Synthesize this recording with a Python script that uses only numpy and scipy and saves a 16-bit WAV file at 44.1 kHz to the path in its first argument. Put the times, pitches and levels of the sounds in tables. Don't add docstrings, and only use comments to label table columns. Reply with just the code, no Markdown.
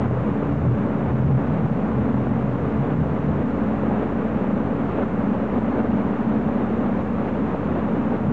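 import sys
import numpy as np
from scipy import signal
from scipy.fft import rfft, irfft, next_fast_len
from scipy.io import wavfile
from scipy.ndimage import uniform_filter1d, minimum_filter1d, map_coordinates

SR = 44100
rng = np.random.default_rng(int(sys.argv[2]) if len(sys.argv) > 2 else 0)


def dump_mix(stems):
    frames = np.atleast_2d(stems).T
    limited = np.clip(frames, -1, 1)
    pcm = np.round(limited * 32767).astype(np.int16)
    wavfile.write(sys.argv[1], SR, pcm)


def convert_level_to_amplitude(level_db):
    exponent = np.asarray(level_db, float) / 20
    return 10 ** exponent


N = 366912

GUST_ROWS = sorted([(0.14, 9.0, 0.29, 124.4), (0.48, 2.5, 0.12, 135.2), (0.67, 11.0, 0.41, 132.7),
             (1.01, 4, 0.16, 120.2), (1.25, 13, 0.42, 132.9), (1.66, 9.5, 0.33, 151),
             (2.0, 4.5, 0.11, 129.2), (2.24, 8.5, 0.4, 125.2), (2.48, 5, 0.072, 121.2),
             (2.61, 4.5, 0.41, 136.3), (2.79, 4, 0.084, 131.4), (3.03, 9.5, 0.39, 171),
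             (3.28, 3.0, 0.088, 151.6), (3.41, 8, 0.2, 141.1), (3.84, 2.0, 0.4, 125),
             (4.65, 2.5, 0.19, 126.5), (5.77, 2.5, 0.084, 159.9), (6.36, 2.0, 0.19, 124.1),
             (7.68, 2.0, 0.18, 157), (8.28, 8.5, 0.095, 156.7)] + [(.58, 1.5, .06, 160),
             (.9, -0.5, .08, 122.7), (1.76, 2, .08, 172), (3.17, -5, .06, 134)])


def unit(x):
    return x / np.sqrt(np.mean(x ** 2) + 1e-20)


def curves(rows):
    s, *cols = np.transpose(rows)
    return [np.interp(np.arange(N) / SR, s, c) for c in cols]


def wobble(rate_hz):
    knots = rng.standard_normal(int(N * rate_hz / SR) + 4)
    return map_coordinates(knots, [np.arange(N) * rate_hz / SR])


def filtered(x, response):
    m = next_fast_len(N + SR // 2)
    return irfft(rfft(x, m) * response(np.fft.rfftfreq(m, 1 / SR)), m)[:N]


def colour(points):
    f, db = np.transpose(points)
    return lambda hz: convert_level_to_amplitude(np.interp(np.log(hz + 1), np.log(f + 1), db))


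def cavity(modes, steep):
    def resonance(hz, centre, width):
        return np.abs(hz * width / (centre * centre - hz * hz + 1j * hz * width)) ** steep

    return lambda hz: np.sqrt(sum((convert_level_to_amplitude(db) * resonance(hz, c, w)) ** 2 for c, w, db in modes))


def rush(response, patchy_db):
    z = signal.stft(rng.standard_normal(N), nperseg=1024)[2]
    patches = uniform_filter1d(rng.standard_normal(z.shape), 8, 0)
    patches = uniform_filter1d(patches, 8, 1)
    noise = signal.istft(z * convert_level_to_amplitude(patchy_db * unit(patches)), nperseg=1024)[1][:N]
    return unit(filtered(noise, response))


def steadied(x, share, span_s):
    swell = np.sqrt(np.abs(uniform_filter1d(x ** 2, int(span_s * SR))) + .02)
    return unit(x / swell ** np.clip(share, 0, 1))


def howl(hz, stray_hz):
    phase = 2 * np.pi * np.cumsum(hz + stray_hz * wobble(22)) / SR
    return unit(convert_level_to_amplitude(2.0 * wobble(25)) * np.sin(phase))


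def swells(rows):
    t = np.arange(0, N + 64, 64) / SR
    total = sum(db * np.exp(-(2 * (t - s) / span_s) ** 2) for s, db, span_s, *_ in rows)
    return np.interp(np.arange(N) / SR, t, total)


def surges():
    # collapse in seconds, level in dB, build-up in seconds.
    surge_rows = [(0.07, 2.5, 0.088), (0.3, 1.5, 0.04), (0.5, 0.5, 0.12), (1.12, 3, 0.08),
                  (1.61, 2.5, 0.088), (1.67, 1.5, 0.04), (2.1, 1.5, 0.08), (2.94, 2, 0.15),
                  (3.43, 3, 0.047), (4.04, 2.5, 0.18), (5.039, 4.0, 0.087), (5.59, 4, 0.037),
                  (5.81, 5, 0.04), (5.87, 2, 0.09), (6.01, 1.5, 0.08), (6.869, 3, 0.04), (7.02, 2.5, 0.04),
                  (7.3, 3.5, 0.04), (7.57, 1.5, 0.04), (7.8, 2.5, 0.08), (7.98, 1, 0.12), (8.169, 3, 0.04)]
    lull, lull_s = 0.52, 0.054
    t = np.arange(0, N + 64, 64) / SR
    total = np.zeros(len(t))
    for s, db, rise_s in surge_rows:
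        away_s = abs(t - s)
        total += db * np.where(t < s, np.exp(-away_s / rise_s), -lull * np.exp(-away_s / lull_s))
    return np.interp(np.arange(N) / SR, t, uniform_filter1d(total, size=7))


def electronics():
    # frequency in Hz, hiss density in dB per Hz.
    hiss_colour = [(1500, -28), (3500, -4), (5000, -4.5), (7200, -5.5), (7800, -8.5), (8300, -16.5),
                   (8700, -26.5), (9000, -38.5), (9300, -90)]
    # frequency in Hz, rms level in dB.
    whine_tones = [(6665, -85.5)]
    t = np.arange(N) / SR
    hiss = convert_level_to_amplitude(-69.5) * rush(colour(hiss_colour), patchy_db=0.5)
    whine = sum(np.sqrt(2) * convert_level_to_amplitude(db - 1.5) * np.sin(2 * np.pi * hz * t) for hz, db in whine_tones)
    return hiss + whine


def ice():
    # hit in seconds, peak in dB.
    hits = [(0.057, -25), (1.305, -17.5), (3.178, -21), (3.564, -26), (3.912, -13.5), (4.227, -31),
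            (5.349, -19), (5.473, -23), (6.488, -15), (7.546, -17), (7.862, -20), (8.121, -17),
            (8.189, -25)]
    # frequency in Hz, level in dB, t60 in seconds.
    panel = [(560, 2, 0.02), (800, -3, 0.025), (1230, -12.5, 0.0086)]
    out, t = np.zeros(N + SR), np.arange(SR // 10) / SR
    onset = 1 - np.exp(-t / .0008)
    for s, peak_db in hits:
        ring = np.zeros(len(t))
        for hz, level_db, t60_s in panel:
            decay_db = level_db + rng.normal(0, 2) - 60 * t / t60_s
            ring += convert_level_to_amplitude(decay_db) * np.sin(2 * np.pi * hz * t)
        start = round(s * SR)
        out[start:start + len(t)] += convert_level_to_amplitude(peak_db - 1.0) * ring * onset
    return out[:N]


def wake(turns):
    # frequency in Hz, density in dB per Hz.
    wash_colour = [(180, -31), (300, -1.5), (339, -2), (430, -1), (576, -4.5), (750, -9.5), (980, -37.5),
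                   (1650, -120)]
    spray_colour = [(400, -34), (650, -7), (800, -1.5), (1150, -4), (1450, -8.5), (1750, -13), (2300, -19),
                    (2800, -23.5), (3100, -28), (3600, -27), (4400, -31.5), (5500, -37), (8000, -100)]
    bass_colour = [(20, -41.0), (60, -25.5), (150, -11.5)]
    surge_db = surges()
    sink_db = 0.17 * swells(GUST_ROWS)
    gust_db = .4 * wobble(24)
    roar_db = -29.5 + 1.6 * surge_db - sink_db + gust_db + 0.41 * wobble(35)
    spray_db = -35 + surge_db - sink_db + gust_db + 0.18 * wobble(40)
    roar = convert_level_to_amplitude(roar_db) * rush(colour(bass_colour + wash_colour[1:]), patchy_db=0.36)
    spray = convert_level_to_amplitude(spray_db) * rush(colour(spray_colour), patchy_db=0.12)
    chop = 1 - .04 * np.cos(2 * np.pi * turns) + .04 * np.cos(4 * np.pi * turns + 2.4)
    return chop * (roar + spray)


def cushion(turns):
    # frequency in Hz, width in Hz, level in dB.
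    hull_modes = [(62.6, 12, -9), (85.3, 9.8, -2), (126, 15, 1.5), (141.4, 10, -1.5), (168.4, 9.8, -0.5)]
    skirt_modes = [(206.3, 18, -1.5), (220.7, 20, -0.5), (246.2, 17, -5.5)]
    # centre in seconds, boom change in dB, length in seconds, edge tone in Hz.
    seal_rows = [(0.18, -9, 0.11, 191), (0.29, 2.5, 0.056, 210), (0.46, -8, 0.059, 210),
                 (0.61, -4, 0.065, 214), (0.73, -2.5, 0.067, 210), (0.8, 4, 0.071, 214),
                 (1.08, -2.5, 0.1, 230), (1.27, -2, 0.058, 217), (2.09, 4, 0.1, 215),
                 (2.62, -10.5, 0.09, 213), (2.84, -11, 0.058, 231), (3.1, -4, 0.06, 226),
                 (3.22, -5, 0.061, 245), (3.36, -6, 0.057, 214), (3.44, 2, 0.1, 205), (3.95, 2, 0.16, 202),
                 (4.1, -8, 0.061, 222), (4.55, 5, 0.097, 217), (4.92, -4.0, 0.06, 234),
                 (5.1, -7.5, 0.059, 201), (5.3, 4, 0.091, 206), (5.57, 4.5, 0.084, 203),
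                 (5.92, 2.5, 0.31, 213), (6.32, 2.5, 0.36, 207), (6.64, 1, 0.06, 233), (6.9, 3, 0.16, 207),
                 (7.56, -6.5, 0.16, 229), (7.84, 1.5, 0.31, 213), (8.31, 5, .04, 220)]
    calm_db, calm_hz, pull_db = -34.5, 184.4, 2.5
    boom_db, sag = -25.5, 0.06

    gust_db = swells(GUST_ROWS)
    gust_hz, high_hz = curves(GUST_ROWS)[2], curves(seal_rows)[2]
    low_hz = calm_hz + (gust_hz - calm_hz) * np.clip(gust_db / pull_db, 0, 1)

    buffet = steadied(rush(cavity(hull_modes, steep=1.5), patchy_db=-1.6), share=0.86, span_s=0.075)
    boom = steadied(rush(cavity(skirt_modes, steep=1.5), patchy_db=-1.5), share=.4, span_s=0.068)
    low = buffet + convert_level_to_amplitude(.25 * gust_db - 2.0) * howl(low_hz, stray_hz=7.96)
    low = steadied(low, share=.6, span_s=.08)
    high = steadied(boom + convert_level_to_amplitude(-4.5) * howl(high_hz + 4, stray_hz=12), share=.6, span_s=.07)

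    low_db = calm_db + 1.16 * gust_db + .9 * np.minimum(surges(), 0) + 2.5 * wobble(20)
    high_db = boom_db + 1.24 * swells(seal_rows) - sag * gust_db + 0.52 * wobble(18)
    throb = 1 + .16 * np.cos(2 * np.pi * turns) + .14 * np.cos(4 * np.pi * turns)
    return throb * (convert_level_to_amplitude(low_db) * low + convert_level_to_amplitude(high_db) * high)


def shaft_turns():
    # time in seconds, speed in turns a second.
    shaft_speed = [(0, 31.4), (1.5, 31.55), (3, 31.27), (4.2, 31.33), (5.4, 31.46), (6.5, 31.32),
                   (8.32, 31.3)]
    return np.cumsum(curves(shaft_speed)[0] * (1 + .0015 * wobble(3))) / SR


def propeller(turns):
    # frequency in Hz, gain in dB.
    slap_colour = [(40, -38), (120, -8.5), (330, -11.5), (430, 3.5), (510, -2.5), (600, -6), (700, -11),
                   (1300, -20.5), (2500, -52), (4500, -120)]
    passes = np.flatnonzero(np.diff(np.floor(2 * turns)))
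    chance = rng.standard_normal((len(passes), 2))
    nearness = 1 + .7 * (-1.) ** np.arange(len(passes))
    size = convert_level_to_amplitude(2.2 * chance[:, 0]) * nearness
    jitter = np.round(4.5 * chance[:, 1]).astype(int)
    slaps = np.bincount(np.clip(passes + jitter, 0, N - 1), size, N)

    def guard_and_hull(hz):
        echo = 1 + .3 * np.exp(-2j * np.pi * hz * .0035)
        return colour(slap_colour)(hz) * echo

    return convert_level_to_amplitude(-36.5) * unit(filtered(slaps, guard_and_hull))


def lift_engine():
    # time in seconds, four-stroke cycles a second.
    cycle_speed = [(0.74, 15.8), (1.24, 15.52), (1.74, 15.46), (2.24, 15.44), (2.74, 15.6), (3.24, 15.8),
                   (3.74, 15.6), (4.24, 15.4), (4.74, 15.7), (5.24, 15.4), (5.74, 15.63), (6.24, 16),
                   (6.74, 15.85), (7.24, 15.8), (7.74, 15.83)]
    # multiple of the cycle rate, rms level in dB.
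    orders = [(2, -58.5), (3, -53.5), (4, -50.5), (5, -39), (6, -46), (7, -44.5), (8, -41.5), (9, -44.5),
              (10, -45.5), (11, -40), (12, -39), (13, -45), (21, -49), (36, -50), (54, -55.5)]
    # centre in seconds, change in dB, length in seconds.
    gulp_rows = [(0.11, -6.5, 0.12), (0.5, 7.5, 0.064), (1.17, -3.5, 0.12), (1.6, -4.5, 0.36),
                 (2.12, 2.5, 0.26), (3.37, 2.5, 0.13), (3.64, -3, 0.067), (4.45, -3.5, 0.081),
                 (4.91, -4, 0.069), (5.1, -7, 0.12), (5.47, -8, 0.08), (6.23, -3, 0.079), (6.71, -11, 0.1),
                 (6.9, -8, 0.08), (7.17, -4, 0.2), (7.61, -4.5, 0.2), (7.93, -5, 0.076),
                 (8.26, -11.0, 0.14)]
    cycle = 2 * np.pi * np.cumsum(curves(cycle_speed)[0] * (1 + .002 * wobble(3))) / SR

    def tone(order):
        flutter = rng.uniform(0, 2 * np.pi) + 0.64 * wobble(12)
        return np.sqrt(2) * np.sin(order * cycle + flutter)

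    firing = sum(convert_level_to_amplitude(db + 3 * wobble(9)) * tone(order) for order, db in orders)
    fan_db = -32 + swells(gulp_rows) + 1.1 * wobble(16)
    return firing + convert_level_to_amplitude(fan_db) * tone(18)


def scene():
    turns = shaft_turns()
    return (ice() + wake(turns) + cushion(turns) + propeller(turns) + lift_engine())[None]


def top_cut(x):
    return signal.sosfilt(signal.butter(12, 8950, fs=SR, output="sos"), x)


def record(dry):
    # frequency in Hz, gain in dB.
    treble_rolloff = [(20, 0), (3000, 0), (4500, -12), (6000, -45), (8000, -100)]
    offset, top = -.013, .268
    need = np.minimum(1, top / (np.abs(dry[0] + offset) + 1e-9))
    gain = uniform_filter1d(minimum_filter1d(need, size=400), size=400)
    mirrored = np.pad(dry[0] * gain, (0, N), "symmetric")
    muffled = irfft(rfft(mirrored) * colour(treble_rolloff)(np.fft.rfftfreq(2 * N, 1 / SR)))[:N]
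    return top_cut((muffled + electronics() + offset)[None])


dry = scene()
out = record(dry)
dump_mix(out)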